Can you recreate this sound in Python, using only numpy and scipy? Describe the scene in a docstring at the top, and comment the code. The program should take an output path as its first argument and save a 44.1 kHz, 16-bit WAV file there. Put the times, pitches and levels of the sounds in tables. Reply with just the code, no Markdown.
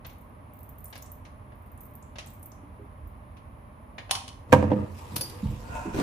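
"""An oily drain plug comes out

Under a vehicle in a garage, fingers spin out a drain plug: it ticks and rattles in its thread and clacks free.
Lumps of hot oil drum on an empty plastic pan, then the stream settles to a soft hiss; a sleeve rustles once.
The steel plug is put down, and a hand grabs the pan and shoves it over the concrete.
Knocks are short noises and decaying tones; the stream and the rubbing are showers of tiny random impacts."""
import sys
import numpy as np
from scipy import signal
from scipy.fft import rfft, irfft, next_fast_len
from scipy.io import wavfile
from scipy.ndimage import uniform_filter1d

SR = 44100
rng = np.random.default_rng(int(sys.argv[2]) if len(sys.argv) > 2 else 0)


def dump(signal):
    """Clip the signal to [-1, 1] and save it as 16-bit WAV at the path in sys.argv[1]."""
    limited = np.clip(np.atleast_2d(signal).T, -1, 1)
    pcm = np.round(limited * 32767).astype(np.int16)
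    wavfile.write(sys.argv[1], SR, pcm)


N = 265482  # length in samples

# lumps of oil landing together as a slug: t/s, drum level/dB, brightness/Hz, splat level/dB,
# first gap between lumps/s, number of lumps
OIL_SLUGS = [(4.5224, -31, 1200, -22, 0.0075, 1), (4.5266, -15.5, 3200, -9.5, 0.0075, 4),
             (4.626, -27.5, 1390, -33.5, 0.014, 2), (4.7162, -20, 740, -32, 0.016, 2),
             (4.825, -42, 700, -64, 0.015, 1)]
# tones of the pan's floor before oil damps them: f/Hz, level/dB, time to fall 60 dB/s
PAN_FLOOR = [(91.3, -2, 0.93), (141, 0.5, 0.17), (208.3, -3.5, 0.57), (294.1, 5.5, 0.2), (503.5, 7.5, 0.12),
             (545.5, -7, 0.25), (594, 5, 0.068), (783, -4, 0.12), (948, 5, 0.082), (1066, 1.5, 0.046),
             (1167, 5, 0.055), (1564, 3, 0.043), (1700, 15, 0.013), (2240, -1, 0.025), (2435, 7, 0.025),
             (3370, -26, 0.022)]


def amp(db):
    """Decibels to gain."""
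    return 10 ** (np.asarray(db) / 20)


def unit(x):
    """Scaled to rms 1."""
    return x / np.sqrt(np.mean(x ** 2) + 1e-20)


def along(points, hz):
    """Read a curve of (Hz, value) points on a log frequency axis."""
    f, value = np.transpose(points)
    return np.interp(np.log(hz + 1), np.log(f + 1), value)


def filtered(x, response):
    """Multiply the spectrum of x by a response, a function of frequency."""
    n = x.shape[-1]
    padded = next_fast_len(n + 8192)  # spare room for the filter's tail
    spectrum = rfft(x, padded) * response(np.fft.rfftfreq(padded, 1 / SR))
    return irfft(spectrum, padded)[..., :n]


def coloured(x, colour):
    """Two unrelated signals become a stereo pair of rms 1, alike in the bass."""
    # how alike left and right are: f/Hz, likeness (1 = the same, 0 = unrelated)
    likeness = [(60, 0.96), (130, 0.94), (290, 0.79), (640, 0.22), (1400, -0.41), (3100, 0.28),
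                (15000, 0.092)]

    def mid_side(hz):
        turn = np.arccos(np.clip(along(likeness, hz), -1, 1)) / 2
        return amp(along(colour, hz)) * [np.cos(turn), np.sin(turn)]

    mid, side = filtered(x, mid_side)
    return unit(np.array([mid + side, mid - side]))


def softened(rows, bright_hz):
    """A soft contact cuts the levels of (Hz, dB, ..) rows above its brightness."""
    return [(hz, db - 10 * np.log10(1 + (hz / bright_hz) ** 4), *rest) for hz, db, *rest in rows]


def noise(size):
    """Two channels of white noise."""
    return rng.standard_normal((2, size))


def grains(rate, spread_db):
    """Random tiny impacts, rate a second, of uneven size."""
    hits = rng.random(N) < rate / SR
    return unit(noise(N) * hits * amp(spread_db * rng.standard_normal(N)))


def patchy(x, depth_db):
    """Random patches of gain, about 1000 Hz wide and 0.03 s long."""
    z = signal.stft(x, nperseg=512)[2]
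    field = rng.standard_normal(z.shape[1:])
    field = uniform_filter1d(field, size=12, axis=0)
    field = uniform_filter1d(field, size=5, axis=1)
    return unit(signal.istft(z * amp(depth_db * unit(field)), nperseg=512)[1][:, :N])


def fade(t60, attack):
    """One second of a rise and a decay; t60 is the seconds to fall by 60 dB."""
    t = np.arange(SR) / SR
    return amp(-60 * t / t60) * (1 - np.exp(-t / attack))


def swell(s, rise, fall, hold=0):
    """A gain that climbs to 1 at a time, holds and dies; rise and fall are the seconds for a tenfold change."""
    t = np.arange(N) / SR - s
    return 10 ** (np.minimum(t, 0) / rise - np.maximum(t - hold, 0) / fall)


def burst(colour, t60, attack=0.00031):
    """The brief noise of one contact."""
    return coloured(noise(SR), colour) * fade(t60, attack)


def ring(modes, blur_hz, right_lead, attack):
    """Decaying tones of wandering pitch; the right channel's waves run right_lead seconds ahead."""
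    t = np.arange(SR) / SR
    leads = np.array([[0], [right_lead]])
    out = np.zeros((2, SR))
    for k, (hz, db, t60) in enumerate(modes):
        wander = np.cumsum(rng.standard_normal(SR)) * np.sqrt(2 * np.pi * blur_hz / SR)
        wander = uniform_filter1d(wander, int(4 * SR / hz) + 1)  # smoothed over four cycles
        phase = 2 * np.pi * hz * (t + leads) + wander
        out += (-1) ** k * amp(db + rng.normal()) * np.sin(phase) * fade(t60, attack)
    return out


def resonances(modes, f):
    """Frequency response of resonators, rows (Hz, width Hz, gain), with alternating signs."""
    return sum((-1) ** k * gain * 1j * f / (hz * hz - f * f + 1j * f * width)
               for k, (hz, width, gain) in enumerate(modes))


def add(track, s, sound):
    """Mix a sound into a track at a time."""
    part = track[:, max(round(s * SR), 0):][:, :sound.shape[1]]
    part += sound[:, :part.shape[1]]


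def placed(x, wet_db, left_db):
    """A source leaning to one side, with the garage's echo made from decaying noise."""
    # how long the garage echoes: f/Hz, time to fall 60 dB/s
    echo_times = [(100, 0.12), (500, 0.49), (3000, 0.4), (8000, 0.4), (15000, 0.21)]
    hz, t, z = signal.stft(noise(SR // 2), SR, nperseg=256)
    decay = amp(-60 * t / along(echo_times, hz)[:, None])
    tail = signal.istft(z * decay, SR, nperseg=256)[1]
    tail = coloured(tail, [(20, 0), (20000, 0)]) / np.sqrt(tail.shape[1])
    echo = signal.fftconvolve(x, tail, axes=1)[:, :N]
    return (x + amp(wet_db) * echo) * amp([[left_db / 2], [-left_db / 2]])


def garage():
    """A steady low rumble, leaning right, and a faint hiss: two layers of shaped noise."""
    # colour of the rumble: f/Hz, relative level/dB per Hz
    rumble_colour = [(15, -45), (25, -35), (38, -5), (91, 1.5), (120, -5), (157, -11), (176, -15),
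                     (205, -9.5), (273, -11.5), (364, -21), (564, -18.5), (603, -12), (667, -20),
                     (1090, -15.5), (1400, -30.5), (1820, -111), (3080, -120)]
    # colour of the hiss: f/Hz, relative level/dB per Hz
    air_colour = [(600, -36), (1200, 6), (2200, 1), (3200, -10), (4500, -18.5), (8500, -28), (10200, -4),
                  (11500, -25.5), (13500, -15), (16000, -27)]
    rumble = amp(-48.0) * coloured(noise(N), rumble_colour)
    hiss = amp(-64) * coloured(noise(N), air_colour)
    return rumble * amp([[-1.2], [1.2]]) + hiss


def bumps():
    """Soft hand and arm touch, then press, waking a few low, quickly damped tones of the hollow pan."""
    # t/s, level/dB, pitch/Hz
    touches = [(2.631, -47, 291), (2.793, -43.5, 408), (3.001, -39, 82), (5.115, -37.5, 217),
               (5.203, -43, 543), (5.319, -47, 390), (5.428, -24.5, 205.6), (5.438, -29, 82),
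               (5.853, -28.5, 327), (5.942, -30, 404), (5.984, -24, 280)]
    # the weight follows the first touch and wakes a deeper swing
    press_s, press_pitch, press_db = 0.0185, 0.63, -2.9
    out = np.zeros((2, N))
    for start, level, pitch in touches:
        press = (start + press_s, level + press_db, pitch * press_pitch)
        for s, db, hz in [(start, level, pitch), press]:
            t60 = 0.33 * (200 / hz) ** 0.78  # 0.33 s at 200 Hz; higher tones die sooner
            modes = [(hz * .8, -9, t60), (hz, -2, t60), (hz * 1.27, -8, t60 * 0.86), (hz * 1.3, -16, t60 * .5)]
            add(out, s, amp(db) * ring(modes, blur_hz=1.3, right_lead=.0001, attack=0.0022))
    return placed(out, wet_db=-10.0, left_db=-3.5)


def shove():
    """The pan's foot catches and slips on concrete: its walls sing, and fine grit crunches under it."""
    # slides: t of the peak/s, rise/s, fall/s (for a tenfold change), rubbing level/dB, grit level/dB
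    slides = [(5.758, 0.12, 0.14, -36, -67), (5.86, 0.076, 0.23, -46.5, -57),
              (5.947, 0.015, 0.13, -48, -36), (5.988, 0.05, 0.12, -47, -27)]
    # resonances of the pan's walls: f/Hz, width/Hz, level/dB
    wall_modes = [(60.4, 13, 5), (243, 29, -3.5), (580, 37, -5.5), (725, 23, -3), (904, 17, 0.5),
                  (1027, 37, -6), (1453, 82, -8), (2610, 190, -15.5), (7060, 2500, -26.5)]
    # colour of the grit: f/Hz, relative level/dB per Hz
    grit_colour = [(120, 4), (250, 1.5), (850, -6.5), (1300, -17), (2000, -14), (3000, -21.5),
                   (6200, -26.5), (13400, -33.5), (16000, -35)]
    rub, grit = sum(amp([[rub_db], [grit_db]]) * swell(s, rise, fall)
                    for s, rise, fall, rub_db, grit_db in slides)
    modes = [(hz, width, amp(db) * width) for hz, width, db in wall_modes]
    singing = filtered(grains(rate=1500, spread_db=0.5), lambda f: resonances(modes, f))
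    rubbing = coloured(singing, [(100, 0.5), (1500, 2), (14000, -6)])
    crunch = patchy(coloured(grains(rate=4000, spread_db=4.5), grit_colour), depth_db=3.0)
    return placed(rub * rubbing + grit * crunch, wet_db=-1.5, left_db=-0.5)


def plug_down():
    """The plug touches down, bounces and rings roughly once the fingers let go."""
    # contacts: t/s, contact level/dB, ring level/dB
    contacts = [(5.158, -27, -67), (5.162, -19, -49), (5.178, -30.5, -64), (5.209, -23, -30),
                (5.296, -36.5, -56)]
    # tones of the steel plug: f/Hz, level/dB, time to fall 60 dB/s
    plug_modes = [(4030, -22, 0.073), (4800, 0, 0.17), (5900, -10.5, 0.15), (9800, 3, 0.082),
                  (10800, -15, 0.3), (10720, 3.5, 0.08), (13130, -14, 0.26)]
    # colour of the contact noise: f/Hz, relative level/dB per Hz
    contact_colour = [(200, 3), (1000, -2), (2200, -6.5), (3500, -3.5), (6000, -3.5), (8000, -11),
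                      (10500, 3), (13500, -3.5), (16000, -20)]
    out = np.zeros((2, N))
    for s, contact_db, ring_db in contacts:
        shiver = ring(plug_modes, blur_hz=75, right_lead=-.0003, attack=.002)
        contact = burst(contact_colour, t60=0.042, attack=0.0021)
        add(out, s, amp(contact_db) * contact + amp(ring_db) * shiver)
    return placed(out, wet_db=-8, left_db=-0.5)


def crackle(count):
    """Rows (s, dB, Hz) of small snaps, count of them scattered along each twist of the fingers."""
    # twists: t/s, length/s, middle level of the snaps/dB
    twists = [(0.076, 0.22, -56.5), (0.52, 0.13, -53.5), (0.769, 0.26, -45.5), (1.554, 0.23, -57),
              (1.794, 0.17, -52.5), (2.247, 0.2, -53)]
    rows = []
    for s, length, db in twists:
        for k in range(count):
            when = s + length * (k + rng.random()) / count
            level = db + 5 * rng.normal()
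            hz = 13800 * 2 ** (0.18 * rng.normal())  # scattered by 0.18 octave
            rows.append((when, level, hz))
    return rows


def oil_film():
    """The sticky film of oil parts in tiny snaps, mostly very high: short bursts of narrow noise."""
    # single snaps: t/s, level/dB, pitch/Hz
    single_snaps = [(0.0653, -38.5, 14500), (0.691, -42.5, 14200), (0.843, -35, 14800),
                    (0.8552, -38.5, 10300), (1.0243, -46, 6360), (1.06, -48, 7660), (1.1172, -38.5, 14300),
                    (2.0246, -51.5, 7400), (2.271, -46, 7600), (2.4286, -40.5, 11600), (2.458, -38, 14600),
                    (2.5173, -50, 5900), (3.0739, -52, 14100)]
    # colour of a snap: multiple of its pitch, relative level/dB per Hz
    snap_shape = [(.35, -34), (.75, -15), (1, 0), (1.3, -13), (2.2, -28)]
    out = np.zeros((2, N))
    for s, db, hz in single_snaps + crackle(count=8):
        colour = [(hz * multiple, level) for multiple, level in snap_shape]
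        add(out, s, amp(db) * burst(colour, t60=0.033, attack=0.00047))
    return placed(out, wet_db=-4, left_db=-1)


def thread():
    """The loose plug rocks: steel grinds briefly on steel, damped by the fingers, in uneven noise."""
    # t of the last touch/s, its level/dB, its brightness/Hz, number of touches
    rattles = [(0.0468, -42, 4900, 1), (0.094, -52, 7050, 1), (0.926, -41.5, 4970, 1),
               (0.9535, -41, 7160, 1), (1.2505, -49, 6130, 1), (1.519, -47, 900, 1),
               (2.1835, -34.5, 8100, 2), (3.368, -52.5, 3540, 1), (3.9807, -34.5, 3300, 1),
               (4.093, -41, 3000, 1)]
    # colour of the grinding: f/Hz, relative level/dB per Hz
    grind_colour = [(350, -5.5), (600, 6.5), (1300, -0.5), (2100, 4), (3500, 1.5), (5000, -3), (6600, -3),
                    (8000, -13), (10000, -5), (14000, -18)]
    # an earlier touch comes this much sooner, lighter and duller
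    sooner_s, lighter_db, duller = 0.0275, 10, 0.56
    out = np.zeros((2, N))
    for s, db, bright_hz, touches in rattles:
        for k in range(round(touches)):
            colour = softened(grind_colour, bright_hz * duller ** k)
            touch = patchy(coloured(noise(SR), colour), depth_db=1.2)[:, :SR]
            add(out, s - k * sooner_s, amp(db - k * lighter_db) * touch * fade(0.096, 0.0016))
    return placed(out, wet_db=-6, left_db=1.0)


def release():
    """The last turn of thread scrapes apart and the plug knocks the sump, which rings."""
    # knocks: t/s, level/dB, brightness/Hz
    knocks = [(4.11, -16.5, 18100), (4.152, -26, 7740), (4.279, -37.5, 7940)]
    # tones of the sump: f/Hz, level/dB, time to fall 60 dB/s
    sump_modes = [(788, 3.5, 0.24), (940, -2.5, 0.38), (1070, 0.5, 0.28), (1180, -9, 0.24), (3026, 6, 0.1),
                  (3160, -2, .2), (3430, -20, 0.38), (4290, 5.5, 0.11), (5200, 2, 0.12)]
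    # colour of scrape and crack: f/Hz, relative level/dB per Hz
    knock_colour = [(300, -22), (600, -8.5), (800, -18), (1100, -8.5), (1700, -12.5), (3100, -3),
                    (4500, -7.5), (6500, -8), (7600, -14.5), (10000, -3.5), (13500, -19), (15500, -27)]
    out = np.zeros((2, N))
    for s, db, bright_hz in knocks:
        colour = softened(knock_colour, bright_hz)
        scrape = coloured(grains(rate=700, spread_db=3)[:, :SR], colour) * fade(.16, .003)
        crack = burst(colour, t60=.032, attack=.0003)
        clang = ring(sump_modes, blur_hz=21, right_lead=.0001, attack=0.00066)
        add(out, s - .003, amp(db - 12.0) * scrape)
        add(out, s, amp(db) * crack + amp(db - 19.0) * clang)
    return placed(out, wet_db=-7, left_db=-0.5)


def flow():
    """Gains of drumming and hiss: a gush on the bare floor gives way to a steady pour into the pool."""
    land_s, pooled_s, pour_s = 4.535, 4.83, 5.115  # jet lands; a pool has formed; the pour is at full strength

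    def since(s):
        return np.maximum(np.arange(N) / SR - s, 0)

    sagging = amp(-26 - 26.5 * since(land_s))  # the gush loses 26.5 dB a second
    gush = sagging * swell(land_s, rise=0.04, fall=0.043, hold=pooled_s - land_s)
    splash = amp(-46) * swell(land_s, rise=0.039, fall=0.068)  # spray thrown up by the first oil
    rustle = amp(-51) * swell(4.985, rise=0.021, fall=0.033)  # a sleeve rustles once as the arm moves
    pour = swell(pour_s, rise=0.62, fall=np.inf) * (since(land_s) > 0)
    pour_hiss = amp(-52.5 - 5.5 * since(pour_s)) * pour
    return gush + amp(-47.5) * pour, splash + rustle + pour_hiss


def stream():
    """The jet keeps the wet floor drumming until a pool cushions it; a soft hiss goes on."""
    # colour of the hiss, which also serves the sleeve's rustle: f/Hz, relative level/dB per Hz
    hiss_colour = [(500, -24), (900, 9), (1400, -7), (2200, -5), (3500, -8), (6500, -13.5), (10200, -14.5),
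                   (13500, -16.5), (16000, -27)]
    modes = [(hz, 5.7 / t60 + 0.042 * hz, amp(db)) for hz, db, t60 in PAN_FLOOR]  # oil widens each resonance
    floor = filtered(grains(rate=350, spread_db=2.0), lambda f: resonances(modes, f))
    drum = coloured(floor, [(90, 10), (250, -3.0), (1000, -3), (3000, -20.0), (12000, -29)])
    hiss = patchy(coloured(grains(rate=2800, spread_db=0.0), hiss_colour), depth_db=3.0)
    drumming, hissing = flow()
    return placed(drumming * drum + hissing * hiss, wet_db=-4.0, left_db=0.0)


def lumps():
    """Rows (s, dB, brightness Hz, splat dB): each slug arrives as ever later, softer and duller lumps."""
    rows = []
    for s, db, bright_hz, splat_db, gap, count in OIL_SLUGS:
        for k in range(round(count)):  # each lump lands on the oil of the one before
            when = s + gap * k ** 1.35  # later lumps fall behind
            rows.append((when, db - 3 * k, bright_hz * 0.68 ** k, splat_db - 3.5 * k * k))
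    return rows


def slugs():
    """Lumps of oil slap the bare pan; the spreading film of oil damps its tones and makes their pitch waver."""
    # colour of the splat: f/Hz, relative level/dB per Hz
    splat_colour = [(150, -12), (500, 8.5), (1200, -3.5), (1700, -1.5), (2500, -7), (4000, -16.5),
                    (9000, -22.5), (15000, -26.5)]
    first_s = OIL_SLUGS[0][0]
    out = np.zeros((2, N))
    for s, db, bright_hz, splat_db in lumps():
        cover = np.clip((s - first_s) / 0.028, 0, 1)  # from bare floor to oil-covered in 0.028 s
        # the oil's weight holds down the deepest swing and soaks up the high tones
        damped = [(hz, level - 9 * cover * (90 / hz) ** 2, t60 / (1 + cover * hz / 700))
                  for hz, level, t60 in softened(PAN_FLOOR, bright_hz)]
        boom = ring(damped, blur_hz=3 + 14 * cover, right_lead=.00008, attack=0.002)
        splat = burst(softened(splat_colour, 7 * bright_hz), t60=0.029 + 0.015 * cover, attack=0.00017)
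        add(out, s, amp(db) * boom + amp(splat_db) * splat)
    return placed(out, wet_db=-13.5, left_db=-3.5)


def scene():
    """Everything under the vehicle."""
    handling = bumps() + shove() + plug_down()
    unscrewing = oil_film() + thread() + release()
    oil = stream() + slugs()
    return garage() + handling + unscrewing + oil


def record(dry):
    """Round off peaks near full scale, colour the top octave and keep nothing from 16200 Hz up."""
    # colour of the microphone: f/Hz, level/dB
    mic_colour = [(10900, 1), (11800, -14.5), (12900, 5.5), (14400, 1), (15300, -5), (16200, -39)]
    held = dry / (1 + np.abs(dry) ** 6) ** (1 / 6)
    return filtered(held, lambda hz: amp(along(mic_colour, hz)) * (hz < 16200))


dry = scene()
out = record(dry)
dump(out)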